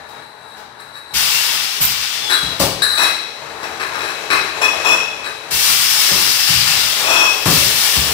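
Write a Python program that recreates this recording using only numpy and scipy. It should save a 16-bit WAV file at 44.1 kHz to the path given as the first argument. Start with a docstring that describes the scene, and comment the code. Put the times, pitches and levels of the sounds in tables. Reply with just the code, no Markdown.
"""A small tiled room, with a stereo microphone standing in the echo of a pneumatic bottle filler.
Valves vent compressed air in hissing, whistling jets, and the conveyor pushes glass bottles into
each other in chattering bursts. Cylinders thump against the steel frame and sound closest;
the scraping belt and the hum of motors and fans arrive, like the air, mostly off the walls."""
import sys
import numpy as np
from scipy import signal
from scipy.fft import rfft, irfft, next_fast_len
from scipy.io import wavfile
from scipy.ndimage import uniform_filter1d, minimum_filter1d

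SR = 44100
rng = np.random.default_rng(int(sys.argv[2]) if len(sys.argv) > 2 else 0)


def bounce(signal):
    """Save signal as a 16-bit WAV file at the path given by the first command-line argument."""
    frames = np.transpose(np.atleast_2d(signal))
    limited = np.clip(frames, -1, 1)
    pcm = np.round(limited * 32767).astype(np.int16)
    wavfile.write(sys.argv[1], SR, pcm)


N = 358533
T = np.arange(N) / SR

# A valve opens and a cylinder blows off.
# Each row: start in seconds, level in dB, time to drain in seconds, treble lift in dB.
VENTS = [(.085, -43, 0.046, 12), (.565, -36.5, 0.098, 2), (1.136, -13, 1.05, 6.5),
         (1.808, -11.5, 0.078, 13.5), (1.86, -19.5, 1.08, 2), (2.594, -10.5, 0.067, 11.5),
         (5.505, -13.5, 3.04, 9.5), (6.469, -15, 0.88, -3), (7.452, -13, 1.45, 10)]
# The rushing air at the valve. Each row: frequency in Hz, relative level in dB.
AIR_COLOUR = [(30, -43), (120, -10), (400, -19.5), (900, -5.5), (1400, 0), (2000, 1), (2800, 5.5),
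              (4200, 4), (5400, 4.5), (6600, -3.5), (9800, -7), (12000, -12), (14000, -8), (16000, -11)]

def exhaust(open_s=.0063, drain_db=23, drain_curve=1.66, dulling_db=5.5, treble_hz=8500, flutter_db=1.5):
    """Turbulent jets open quickly, then sink ever faster and grow duller as the air drains."""
    power = np.zeros((2, N))
    for start, db, drain_s, lift_db in VENTS:
        age = np.maximum(T - start, 0)
        drained = np.minimum(age / drain_s, 2)
        flow = np.minimum(age / open_s, 1) * from_db(db - drain_db * drained ** drain_curve)
        power += np.array([flow, flow * from_db(lift_db - dulling_db * drained)]) ** 2
    rush, sizzle = np.sqrt(power)
    jet = colour(noise(), AIR_COLOUR)
    treble = shape(jet, lambda hz: 1 - 1 / (1 + (hz / treble_hz) ** 4))
    return from_db(flutter_db * drift(25)) * (rush * (jet - treble) + sizzle * treble)


# Whistles at the vents. 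Each row: start and length in seconds, first and last pitch in Hz,
# level in dB, breathiness as a share of the pitch.
WHISTLES = [(1.186, .32, 15250, 14100, -31, .005), (1.33, 0.047, 2820, 2670, -20, .02),
            (1.802, .06, 14000, 13700, -14, 0.004), (2.199, .26, 3490, 3290, -24.5, 0.01),
            (5.798, 0.87, 5600, 4810, -21, .06), (6.458, .06, 14200, 13800, -40, .01),
            (7.93, .2, 15100, 15050, -30, .005)]

def whistles():
    """Unsteady edge tones glide down as the pressure falls."""
    out, wobble = np.zeros(N), drift(600)
    for start, length, first_hz, last_hz, db, breathiness in WHISTLES:
        on = (T >= start) & (T < start + length)
        hz = np.linspace(first_hz, last_hz, on.sum()) * (1 + breathiness * wobble[on])
        tone = np.sqrt(2) * np.sin(2 * np.pi * np.cumsum(hz) / SR)
        out[on] += from_db(db) * tone * signal.windows.tukey(on.sum(), .2)
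    return out


# Shoves along the queue of bottles. Each row: start, swell and length in seconds,
# then relative levels in dB of the high ring, the low ring and the clack.
SHOVES = [(0.783, .015, 0.037, -34.5, -76, -43), (0.93, 0.026, 0.055, -33.5, -70, -43),
          (2.291, 0.015, 0.059, -12, -49, -21.5), (2.819, .002, 0.019, -7, -46, -31),
          (2.903, 0.0022, 0.12, -18.5, -45, -48), (2.966, 0.029, 0.084, -12, -16, -19.5),
          (3.629, .002, 0.022, -38, -30, -25), (3.794, .008, 0.043, -28, -46, -20),
          (3.92, 0.036, 0.19, -30.5, -33, -26), (4.302, .002, 0.027, -15.5, -23, -8.5),
          (4.613, 0.0043, 0.04, -27, -11.5, -20), (4.847, 0.0021, 0.085, -48, -10, -30),
          (5.231, 0.018, 0.049, -28, -55, -25.5), (6.045, .04, 0.12, -50, -40, -24.5),
          (7.022, 0.083, 0.22, -45, -10.5, -25)]
# Modes of the high bottles, the low bottles and the guide rails they knock against.
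# Each row: frequency and width in Hz, relative level in dB.
HIGH_GLASS_MODES = [(1210, 38, -19), (1590, 470, -11.5), (3908, 33, 4.5), (4040, 28, 1), (7620, 43, -13.5),
                    (8190, 72, -11.5), (10020, 48, -9), (10450, 53, -17.5), (14000, 160, -19)]
LOW_GLASS_MODES = [(680, 170, -17), (1074, 410, -9.5), (2550, 20.6, 8), (3360, 19, 0.5), (5200, 35, -7.5),
                   (5600, 18.4, 3), (7030, 69, -11.5), (8500, 60, -22), (9800, 88, -26)]
RAIL_MODES = [(379, 28, 9.5), (1650, 220, 8.5), (2080, 250, 1), (2543, 78, 7), (3950, 48, -20)]
# The dull clack of glass on glass and on the rails. Each row: frequency in Hz, relative level in dB.
CLACK_COLOUR = [(100, -16), (260, -16), (350, -6.5), (700, -11), (1200, 3), (1900, -6.5), (2400, 1),
                (2900, -16), (4600, -12), (5600, -10), (6500, -59), (8200, -20), (11000, -38), (16000, -51)]

def bottles(contacts_per_s=1600, uneven_db=4.5, settle_s=.0092, rattle_db=-10, rattle_s=.086,
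            size_spread=.018, clack_db=-3, rails_db=-7, count=6):
    """A shove runs down the queue as a burst of contacts, each ringing one of several unlike bottles."""
    power = np.tile((from_db(-14) * belt_drag()) ** 2, (3, 1))   # the moving belt keeps them clinking
    power[0] += from_db(-47 + 3.5 * drift(6.7)) ** 2   # waiting bottles tremble against each other
    touches = (rng.random(N) < contacts_per_s / SR) * from_db(uneven_db * np.clip(noise(), -2, 2))
    for start, swell, length, *levels_db in SHOVES:
        at = round(start * SR)
        age = T[:min(SR // 2, N - at)]
        after = np.maximum(age - length, 0)
        rise = np.minimum((age + 1 / SR) / swell, 1)
        fall = np.maximum(np.exp(-after / settle_s), from_db(rattle_db) * np.exp(-after / rattle_s))
        power[:, at:at + len(age)] += np.outer(from_db(levels_db), rise * fall) ** 2
        touches[min(at + round(swell * SR), N - 1)] = 2   # the firm contact at the height of the shove
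    touches *= rng.choice([-1, 1], N)
    touches /= np.sqrt(uniform_filter1d(touches ** 2, size=2000) + 1e-6)   # even out their power
    high, low, clack = np.sqrt(power) * touches
    out = from_db(clack_db) * colour(clack, CLACK_COLOUR) + from_db(rails_db) * body(clack, RAIL_MODES)
    struck = rng.integers(0, count, N)
    for bottle, detune in enumerate(1 + size_spread * np.linspace(-1, 1, count)):
        out += body(high * (struck == bottle), HIGH_GLASS_MODES, detune)
        out += body(low * (struck == bottle), LOW_GLASS_MODES, detune)
    return out


# Cylinders reach their stops, the closest sound to the microphone.
# Each row: start in seconds, relative level in dB, shudder time in seconds, contact brightness in Hz.
THUMPS = [(1.13, -27, .048, 98), (1.803, -26.5, 0.078, 110), (2.429, -32, .1, 224),
          (2.599, -23, 0.078, 746), (5.515, -28, .05, 100), (5.66, -32.5, 0.13, 90), (6.109, -31, .11, 334),
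          (6.489, -22.5, .16, 110), (7.457, -16, 0.092, 284), (7.964, -15.5, 0.072, 95)]
# Modes of the steel frame and its thin panels. Each row: frequency and width in Hz, relative level in dB.
FRAME_MODES = [(73.2, 6.5, 11.5), (110, 14, -13), (134.6, 35, 3.5), (181.5, 39, 4), (291, 95, 1),
               (402, 89, 2.5), (550, 34, 10.5), (640, 130, 3)]
PANEL_MODES = [(277, 56, 8), (556, 120, 2), (810, 250, 9), (1060, 130, 10.5), (1630, 400, -21)]

def cylinders(frame_db=9, panels_db=4.5, knock_s=.064, hard_contact_hz=237):
    """A cushioned stop shakes only the frame's low modes; a hard one also rattles the panels."""
    force, knock, shudder, rattle = np.zeros(N), np.zeros(N), noise(), noise()
    for start, db, shudder_s, contact_hz in THUMPS:
        at = round(start * SR)
        age = T[:N - at]
        blow = shudder[at:] * np.exp(-age / shudder_s) + 1e-18
        cushion = signal.butter(2, contact_hz, fs=SR, output="sos")
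        force[at:] += from_db(db) * signal.sosfilt(cushion, blow)
        hardness = 1 / (1 + (hard_contact_hz / contact_hz) ** 2)
        knock[at:] += from_db(db) * hardness * rattle[at:] * np.exp(-age / knock_s)
    return from_db(frame_db) * body(force, FRAME_MODES) + from_db(panels_db) * body(knock, PANEL_MODES)


# The belt under the bottles, one curve for each run. Each row: time in seconds, relative level in dB.
BELT_RUNS = [
    [(2.2, -41), (2.62, -38), (2.91, -39.5), (3.53, -38), (3.82, -32.5), (4.39, -31.5), (4.84, -27),
     (5.24, -38), (5.5, -36.5)],
    [(6.9, -41.5), (6.998, -30), (7.126, -27), (7.186, -31.5), (7.81, -36), (8.002, -33), (8.13, -29)],
]

def belt_drag(ramp_s=.17, gain_db=4.5):
    """How hard the belt drags, as a gain; each run starts from rest and coasts to a stop."""
    drag = np.zeros(N)
    for run in BELT_RUNS:
        times, levels_db = np.transpose(run)
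        outside_s = np.maximum(times[0] - T, T - times[-1])
        moving = np.clip(1 - outside_s / ramp_s, 0, 1)
        drag += moving * from_db(gain_db + np.interp(T, times, levels_db))
    return drag


# The scrape at the belt. Each row: frequency in Hz, relative level in dB.
BELT_COLOUR = [(25, -35), (65, -14.5), (100, -10.5), (270, -11), (340, -1.5), (480, 1.5), (800, -1.5),
               (1250, -3.5), (2200, -5), (6000, -13.5), (16000, -31)]

def conveyor(scrapes_per_s=2500, uneven_db=5, judder_db=1.5):
    """Bottle bases scrape over the belt in dense little slips."""
    slips = (rng.random(N) < scrapes_per_s / SR) * from_db(uneven_db * noise()) * rng.choice([-1, 1], N)
    judder = from_db(judder_db * drift(15))
    return colour(rms_one(slips) * belt_drag() * judder, BELT_COLOUR)


# Fans in the background. Each row: frequency in Hz, relative level in dB.
FAN_COLOUR = [(15, -68), (25, -49), (52, -33), (108, -10), (211, -10), (325, -12), (363, -5.5), (657, -8.5),
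              (959, -2.5), (1070, -7), (1600, -7.5), (3060, -21.5), (3910, -18), (4980, -25), (15900, -49)]
# Resonances of pumps and drives. Each row: frequency and width in Hz, relative level in dB.
DRIVE_MODES = [(65.4, 22, -3), (350, 99, -10), (602, 15, 9), (910, 35, -19), (940, 17, -2), (1040, 29, -23),
               (1640, 53, 0), (1635, 63, 1), (2503, 10, -21), (3750, 34, -10), (4350, 10, -27)]

def motors(fans_db=-37, whine_db=-48, waver_db=3.7):
    """Fan noise and the rough whine of pumps and drives waver together."""
    fans = from_db(fans_db) * colour(noise(), FAN_COLOUR)
    waver = from_db(waver_db * drift(6))
    whine = from_db(whine_db) * body(noise(), DRIVE_MODES)
    return waver * (fans + whine)


# The echo off the tiles. Each row: frequency in Hz, time to fall 60 dB in seconds.
ROOM_T60 = [(80, 0.7), (300, 0.66), (1000, 0.57), (4000, 0.99), (8000, 0.53), (15000, 0.36)]
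# That echo at the microphone. Each row: frequency in Hz, likeness of left and right from 0 to 1.
LIKENESS = [(100, 0.85), (290, 1), (640, 0.42), (1300, 0)]

def room(x, direct_db, lag_s=0):
    """Direct sound, lag_s late on the right, stands direct_db above an echo that dies band by band."""
    hz = np.arange(SR // 2 + 1.)
    alike = np.clip(at_hz(LIKENESS, hz), 0, 1)
    mid, side = rfft(rng.standard_normal((2, SR)))
    field = (np.sqrt(1 + alike) * mid + np.sqrt(1 - alike) * side * [[1], [-1]]) / np.sqrt(2)
    response = 0
    for band_hz, t60 in ROOM_T60:
        band = at_hz([(centre, float(centre == band_hz)) for centre, _ in ROOM_T60], hz)
        decay = rms_one(np.exp(-np.log(1000) * T[:SR] / t60)) / np.sqrt(SR)
        response = response + irfft(field * band, SR) * decay
    response[[0, 1], [0, round(lag_s * SR)]] += from_db(direct_db)
    running = np.concatenate([x[SR // 2:0:-1], x])   # the room is already sounding at the start
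    heard = signal.fftconvolve(running[None], response, axes=1)[:, SR // 2:SR // 2 + N]
    return heard / np.hypot(1, from_db(direct_db))


def from_db(db):
    return 10 ** (np.asarray(db) / 20)


def rms_one(x):
    return x / np.sqrt(np.mean(x ** 2) + 1e-20)


def noise():
    return rng.standard_normal(N)


def drift(rate_hz):
    """A random wander with an RMS of one."""
    knots = rng.standard_normal(N // 20)
    return rms_one(np.interp(T * rate_hz * 2, np.arange(len(knots)), knots))


def at_hz(points, hz):
    """Read a curve on a log-frequency axis."""
    known_hz, values = np.transpose(points)
    return np.interp(np.log(hz + 1e-9), np.log(known_hz), values)


def shape(x, gain_at):
    """Filter x by a smooth gain over frequency."""
    size = next_fast_len(N + SR // 10)
    hz = np.arange(size // 2 + 1) * SR / size
    return irfft(rfft(x, size) * gain_at(hz), size)[..., :N]


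def colour(x, spectrum):
    """Give a white signal a spectrum and keep its power."""
    return shape(x, lambda hz: rms_one(from_db(at_hz(spectrum, hz))))


def body(x, modes, detune=1):
    """Parallel resonances that together keep the power of a white drive."""
    out, power = 0, 0
    for hz, width, db in modes:
        radius = np.exp(-np.pi * width / SR)
        poles = [1, -2 * radius * np.cos(2 * np.pi * hz * detune / SR), radius ** 2]
        gain = (1 - radius ** 2) / 2
        out = out + from_db(db) * signal.lfilter([gain, 0, -gain], poles, x + 1e-18)
        power += from_db(db) ** 2 * gain
    return out / np.sqrt(power)


def limiter(x, ceiling_db, release_db_per_s=1500):
    """The gain ducks just ahead of a peak and recovers quickly."""
    over_db = np.maximum(20 * np.log10(np.abs(x).max(axis=0) + 1e-9) - ceiling_db, 0)
    held_db = np.maximum.accumulate(over_db + release_db_per_s * T) - release_db_per_s * T
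    return x * from_db(uniform_filter1d(minimum_filter1d(-held_db, size=21), size=21))


def scene():
    """From the microphone: air, belt and motors sound farthest, glass and whistles nearer, thumps close."""
    air = room(exhaust() + conveyor() + motors(), direct_db=-6, lag_s=.00009)
    ringing = room(bottles() + whistles(), direct_db=-1, lag_s=.00025)
    return air + ringing + room(cylinders(), direct_db=5.5)


# The microphone's two ports differ. Each row: frequency in Hz, left minus right in dB.
PORT_BALANCE = [(130, 4), (300, 8.5), (1300, 9), (4000, 9), (5000, 14.5), (5800, 29), (6500, 2.5),
                (7200, 0), (8200, 10.5), (9200, 11), (10100, 6), (11200, 0.5), (13500, -6.5), (16000, 5)]

def record(dry, bass_cut_hz=48, top_cut_hz=15600):
    """The microphone ports colour each side; rumble is cut, peaks are limited and the top is cut."""
    def port_gains(hz):
        ratio = from_db(at_hz(PORT_BALANCE, hz))
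        return np.sqrt(2 / (1 + ratio ** 2)) * np.array([ratio, np.ones_like(ratio)])
    bass_cut = signal.butter(4, bass_cut_hz, "high", fs=SR, output="sos")
    top_cut = signal.ellip(10, .1, 70, top_cut_hz, fs=SR, output="sos")
    heard = signal.sosfilt(bass_cut, shape(dry, port_gains))
    return signal.sosfilt(top_cut, limiter(heard, ceiling_db=-.3))


dry = scene()
out = record(dry)
bounce(out)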